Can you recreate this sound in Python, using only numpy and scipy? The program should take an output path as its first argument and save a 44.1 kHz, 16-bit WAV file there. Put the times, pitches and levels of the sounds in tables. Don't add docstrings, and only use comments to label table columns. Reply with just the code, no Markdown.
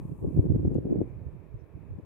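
import sys
import numpy as np
from scipy import signal
from scipy.io import wavfile
from scipy.ndimage import uniform_filter1d, map_coordinates

SR = 44100
rng = np.random.default_rng(int(sys.argv[2]) if len(sys.argv) > 2 else 0)


def to_wav(sig):
    pcm = np.clip(np.atleast_2d(sig), -1, 1) * 32767
    pcm = np.round(pcm).astype(np.int16)
    wavfile.write(sys.argv[1], SR, pcm.T)


def invert_db(level):
    return 10 ** (np.asarray(level, dtype=float) / 20)


N = 90404
T = np.arange(N) / SR

# middle in seconds, width in seconds, thump level in dB,
# thump pitch in Hz, flutter level in dB.
LEFT_EDDIES = [(0.055, 0.015, -33, 148, -50), (0.083, 0.007, -52, 95, -55),
               (0.119, 0.05, -40.5, 106.5, -43), (0.189, 0.0085, -34, 114, -71.5),
               (0.249, 0.011, -22, 127, -24), (0.285, 0.0098, -22, 111.3, -30.5),
               (0.35, 0.015, -31, 137, -36.5), (0.395, 0.023, -14, 94.7, -24),
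               (0.456, 0.038, -28.5, 133, -30.5), (0.505, 0.01, -22.5, 107, -22.5),
               (0.549, 0.051, -24, 96.4, -36.5), (0.597, 0.011, -28.5, 120, -30.5),
               (0.631, 0.0059, -33.5, 124.4, -37), (0.655, 0.013, -20.5, 103.4, -24.5),
               (0.681, 0.015, -21, 142, -38.5), (0.718, 0.013, -25, 107, -25.5),
               (0.756, 0.017, -23, 97.7, -23), (0.785, 0.021, -24.5, 130, -27.5),
               (0.856, 0.033, -30, 119, -35), (0.91, 0.024, -29, 140, -27.5),
               (0.927, 0.016, -53, 140, -19.5), (0.96, 0.016, -37.5, 126, -48),
               (0.987, 0.0062, -21.5, 102.6, -32), (1.017, 0.015, -26, 144, -20.5),
               (1.077, 0.011, -57, 115.6, -42.5), (1.13, 0.0064, -47, 94, -59),
               (1.154, 0.0418, -41.5, 96.7, -59.5), (1.217, 0.028, -44.1, 90, -51.5),
               (1.271, 0.015, -35, 91, -62), (1.34, 0.016, -39.5, 108, -55), (1.493, 0.017, -67, 116, -64),
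               (1.558, 0.021, -35, 80, -55), (1.662, 0.016, -80, 140, -54), (1.757, 0.01, -39, 106, -72),
               (1.775, 0.015, -53, 173, -47), (1.832, 0.0081, -71, 154, -47.5),
               (1.912, 0.028, -36, 80.6, -64), (1.958, 0.014, -35, 72, -55), (1.987, 0.021, -36, 163, -47),
               (2.035, 0.038, -43, 82, -57),
               (0, 0.0059, -35.5, 124, -32.5),
    (.228, .012, -29.5, 90, -43.5),
    (.31, .02, -51, 148.7, -34),
    (.377, .012, -18.5, 164, -25),
    (.471, .012, -34.5, 152, -28.5),
    (0.562, .01, -20.5, 135, -23.5),
    (0.737, .014, -31.5, 98.3, -33.5),
    (.872, .012, -30.5, 140, -29),
    (1.008, .01, -47, 152, -28),
    (1.044, .016, -37.5, 130, -40),
]
# middle in seconds, width in seconds, thump level in dB,
# thump pitch in Hz, flutter level in dB.
RIGHT_EDDIES = [(0.031, 0.03, -39.5, 118, -57), (0.056, 0.0047, -26, 106, -47),
                (0.083, 0.0088, -58, 97, -65), (0.123, 0.045, -31.5, 129.3, -47),
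                (0.249, 0.012, -25, 108, -55), (0.267, 0.018, -33.5, 137, -31.5),
                (0.289, 0.011, -27.5, 78, -47), (0.349, 0.0071, -21.5, 122, -48),
                (0.367, 0.015, -18.5, 127, -31), (0.393, 0.011, -11, 107.4, -25.5),
                (0.461, 0.013, -21.5, 154, -29.5), (0.503, 0.022, -15, 104, -30),
                (0.552, 0.022, -23, 99, -27.5), (0.599, 0.009, -25, 107, -53),
                (0.632, 0.033, -32.5, 127, -40), (0.657, 0.012, -19.5, 78.8, -24.5),
                (0.725, 0.021, -45.5, 96, -34), (0.763, 0.038, -25, 119, -25.5),
                (0.786, 0.0057, -41, 109, -23), (0.855, 0.013, -29.5, 134, -29.1),
                (0.927, 0.038, -42, 118, -24.5), (0.959, 0.0081, -27.5, 109.6, -22),
                (1.016, 0.01, -39, 109, -25.5), (1.076, 0.019, -44.5, 132, -48),
                (1.108, 0.011, -35.5, 86, -60.5), (1.152, 0.022, -42.5, 77, -70),
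                (1.173, 0.01, -33.5, 82, -54.5), (1.191, 0.0086, -35, 125.5, -67),
                (1.218, 0.026, -34.5, 99, -60), (1.268, 0.03, -32, 89, -47.5),
                (1.301, 0.0073, -49, 94, -57), (1.368, 0.044, -49, 108, -52),
                (1.399, 0.017, -39.5, 81, -61), (1.463, 0.023, -52, 93, -56),
                (1.546, 0.048, -35.5, 87, -66), (1.623, 0.035, -42.5, 88, -53),
                (1.752, 0.017, -37.0, 105, -65), (1.777, 0.02, -46, 142, -50),
                (1.907, 0.066, -36.5, 82, -60), (1.998, 0.016, -70, 152, -42.5),
                (.001, 0.0054, -36.5, 118, -42.5),
    (.228, 0.008, -29, 104, -33),
    (0.333, 0.011, -28, 129, -38.5),
    (.444, .012, -30, 151.6, -30),
    (.52, 0.02, -20.5, 100, -26.5),
    (.678, 0.035, -24.5, 150, -29.5),
    (.91, 0.017, -28.5, 165, -29),
    (.992, 0.022, -28.5, 160, -43),
    (1.037, 0.0085, -41, 170, -34),
]
# time in seconds, left port level in dB,
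# right port level in dB, flutter compared with the low swing in dB.
GUST = [(0, -37, -38.5, -16.5), (.19, -50, -47, -17), (.23, -34, -34, -0.5), (.31, -58, -34.5, -7),
        (.36, -36, -33, -3), (.43, -45, -32.5, -6.5), (.6, -30, -29, -5.5), (.82, -38, -40, -2),
        (.89, -40.5, -41.5, 9), (.99, -33.5, -33.5, 3.5), (1.06, -51, -38, -11.5), (1.36, -69, -41, -35),
        (1.42, -70, -44.5, -18), (1.68, -94, -53.5, -6), (1.76, -56, -40.5, -26),
        (1.84, -107, -42.5, -14.5), (1.97, -47.5, -48.5, -2.5), (2.05, -55, -72.5, -25)]
# pitch in Hz, level in dB per Hz.
ROAR = [(170, -26), (290, 4.5), (400, 3.5), (560, -6), (800, -19), (1100, -27), (1400, -24.5),
        (2000, -38.5), (3200, -57.5)]
# time in seconds, roar level in dB, tilt in dB per half octave,
# blade level in dB.
SWISH = [
    (0, -55, 1.5, -65.5),
    (.2, -54.5, 0.74, -68.5),
    (.4, -68.5, 4, -66),
    (.8, -50, 1, -76.5),
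    (1.1, -54.5, 1.73, -70.5),
    (1.6, -59.5, 2.5, -76),
    (2.05, -62.5, 3, -71.5),
]
# time in seconds, whistle level in dB, whistle pitch in Hz, hiss level in dB.
PORT_AIR = [(0, -69.5, 2400, -73), (.15, -82, 2450, -75.5), (.37, -73, 2450, -74), (.45, -80, 2400, -78.5),
            (.7, -79, 2500, -80.5), (.82, -78, 2450, -84), (1.06, -71.5, 2250, -86), (1.17, -76, 2300, -90),
            (1.3, -75, 2350, -87), (1.45, -75.5, 2300, -102), (1.6, -74.5, 2350, -101.5),
            (1.8, -75, 2400, -90), (2.05, -79, 2400, -90)]
# pitch in Hz, level in dB per Hz.
SELF_NOISE = [(2500, 12.5), (4000, 0), (6000, 1), (9000, -2), (13000, 3.5), (15500, 1.5)]


def rms_one(x):
    return x / np.sqrt(np.mean(x ** 2) + 1e-20)


def in_time(rows):
    s, *columns = np.transpose(rows)
    return [np.interp(T, s, column) for column in columns]


def cut(x, hz, kind, order=2):
    return signal.sosfilt(signal.butter(order, hz, kind, fs=SR, output="sos"), x)


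def resonance(x, hz, width_hz):
    r = np.exp(-np.pi * width_hz / SR)
    return signal.lfilter([1 - r, 0, r - 1], [1, -2 * r * np.cos(2 * np.pi * hz / SR), r * r], x)


def drift(rate):
    knots = rng.standard_normal(200)
    return rms_one(map_coordinates(knots, [T * rate], order=3))


def kicks(size):
    kicks_per_s, spread_db, push_share = 220, 5, 0.77
    happens, luck, direction = rng.random((3, size))
    strength = invert_db(-spread_db * np.log(np.maximum(luck, 0.02)))
    return (happens < kicks_per_s / SR) * strength * np.sign(push_share - direction) + 1e-18


def thump(x, low_hz, high_hz):
    return cut(cut(x, low_hz, "high", order=3), high_hz, "low", order=5)


def flutter(x, splash_db):
    top_hz = 481.5
    ring = cut(resonance(x, 289, width_hz=104), top_hz, "low", order=4)
    ring = cut(ring, 195, "high", order=3)
    splash = cut(cut(x, 680, "low", order=7), top_hz, "high")
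    return ring + invert_db(splash_db) * splash


def eddies(table, suck_share, flutter_sign, edge_db):
    size = 8192
    main_kick_db, strong_flutter_db = 17, -24
    out = np.zeros(N + 2 * size)
    t = (np.arange(size) - size // 2) / SR
    for s, width, thump_db, hz, flutter_db in table:
        train = kicks(size)
        train[size // 2] = invert_db(main_kick_db)
        train = train * np.exp(-0.5 * (t / (0.56 * width)) ** 2)
        push_or_suck = np.sign(rng.random() - suck_share)
        swing = resonance(train, hz, 0.63 * hz)
        low = push_or_suck * thump(swing, 0.37 * hz, 1.673 * hz)
        splash_db = -40.5 + edge_db + 4.5 * (flutter_db - strong_flutter_db)
        high = flutter_sign * flutter(train, splash_db)
        for y, db, lag in ((low, thump_db, 0.8 / hz), (high, flutter_db, 0.003)):
            y = y * np.exp(-((t - lag) / (1.6 * width + lag)) ** 4)
            level = invert_db(db) * np.sqrt(0.74 * width * SR / np.sum(y ** 2))
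            start = int((s - lag) * SR) + size // 2
            out[start:start + size] += level * y
    return out[size:size + N]


def turbulence():
    left_db, right_db, share_db = in_time(GUST)
    fine_share, rocking_share = 0.8, 1.3
    run_in = 4000
    rocking = rng.standard_normal(N + run_in)
    ports = []
    for db, sign in ((left_db, 1), (right_db, -1)):
        train = rms_one(kicks(N + run_in)) + fine_share * rng.standard_normal(N + run_in)
        low = thump(train, 46, 159)[run_in:]
        high = flutter(train + sign * rocking_share * rocking, splash_db=-37)[run_in:]
        low, high = [x / np.sqrt(uniform_filter1d(x ** 2, size=1500) + 0.38 * np.mean(x ** 2))
                     for x in (low, high)]
        ports.append(invert_db(db) * (low + invert_db(share_db) * high))
    return np.array(ports)


def banded(spectrum, low_hz, count, alike, patchy_db, tilt_db):
    out = 0
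    white = rng.standard_normal((2, 2, N))
    point_hz, point_db = np.transpose(spectrum)
    for k in range(count):
        low = low_hz * 2 ** (k / 2)
        middle_hz = low * 2 ** (1 / 4)
        mid, side = cut(white[k % 2], [low, low * np.sqrt(2)], "band")
        stereo = np.sqrt(1 + alike) * mid + np.sqrt(1 - alike) * side * [[1], [-1]]
        db = np.interp(np.log(middle_hz), np.log(point_hz), point_db)
        out = out + invert_db(db + patchy_db * drift(22) + tilt_db * k) * stereo
    return rms_one(out)


def roar():
    db, tilt_db, blade_db = in_time(SWISH)
    patchy_db = 0.8
    mid, side = cut(rng.standard_normal((2, N)), [800, 1140], "band", order=3)
    blades = rms_one(mid + 0.6 * side * [[1], [-1]]) * invert_db(blade_db + patchy_db * drift(9.3))
    far = banded(ROAR, low_hz=164.9, count=9, alike=0.55, patchy_db=patchy_db, tilt_db=tilt_db)
    return blades + invert_db(db) * cut(far, 204, "high", order=4)


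def port_air():
    whistle_db, hz, hiss_db = in_time(PORT_AIR)
    whistle_width_hz, whistle_right_db = 440, -16
    a, b = cut(rng.standard_normal((2, 2, N)), whistle_width_hz / 2, "low", order=3)
    phase = 2 * np.pi * np.cumsum(hz) / SR
    whistle = rms_one(a * np.cos(phase) + b * np.sin(phase))
    whistle = whistle * invert_db(whistle_db + 2.0 * drift(10.0))
    hiss = cut(cut(rng.standard_normal(N), 6900, "high", order=6), 12800, "low")
    hiss = rms_one(hiss) * invert_db(hiss_db + 0.65 * drift(9.5))
    return whistle * invert_db([[0], [whistle_right_db]]) + hiss * [[1], [0]]


def tick():
    start_s, level_db, right_db = 0.7443, -51, -22
    ring_hz, ring_t60_s = 2720, 0.012
    age = np.maximum(T - start_s, 0)
    burst = rng.standard_normal(N) * (T >= start_s) * np.exp(-age / 0.0007)
    crack = cut(burst, [2400, 13000], "band", order=1)
    ring = 0.4 * np.sin(2 * np.pi * ring_hz * age) * invert_db(-60 * age / ring_t60_s)
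    return invert_db(level_db) * (crack + ring) * invert_db([[0], [right_db]])


def bird():
    middle_s, length_s, level_db = 1.603, 0.017, -86
    noise = rms_one(cut(rng.standard_normal((2, N)), [5200, 6000], "band", order=3))
    return invert_db(level_db) * noise * np.exp(-((T - middle_s) / length_s) ** 4)


def scene():
    left = eddies(LEFT_EDDIES, suck_share=0.1, flutter_sign=1, edge_db=1)
    right = eddies(RIGHT_EDDIES, suck_share=0.3, flutter_sign=-1, edge_db=-7)
    return np.array([left, right]) + turbulence() + roar() + port_air() + tick() + bird()


def low_pass(x):
    return signal.sosfilt(signal.butter(12, 15720, fs=SR, output="sos"), x)


def record(dry):
    overload = 0.9
    rounded = overload * np.tanh(dry / overload)
    noise = banded(SELF_NOISE, low_hz=1970, count=6, alike=0, patchy_db=1.2, tilt_db=0)
    noise_db = -81 - 1.2 * T
    return low_pass(rounded + invert_db(noise_db) * noise)


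dry = scene()
out = record(dry)
to_wav(out)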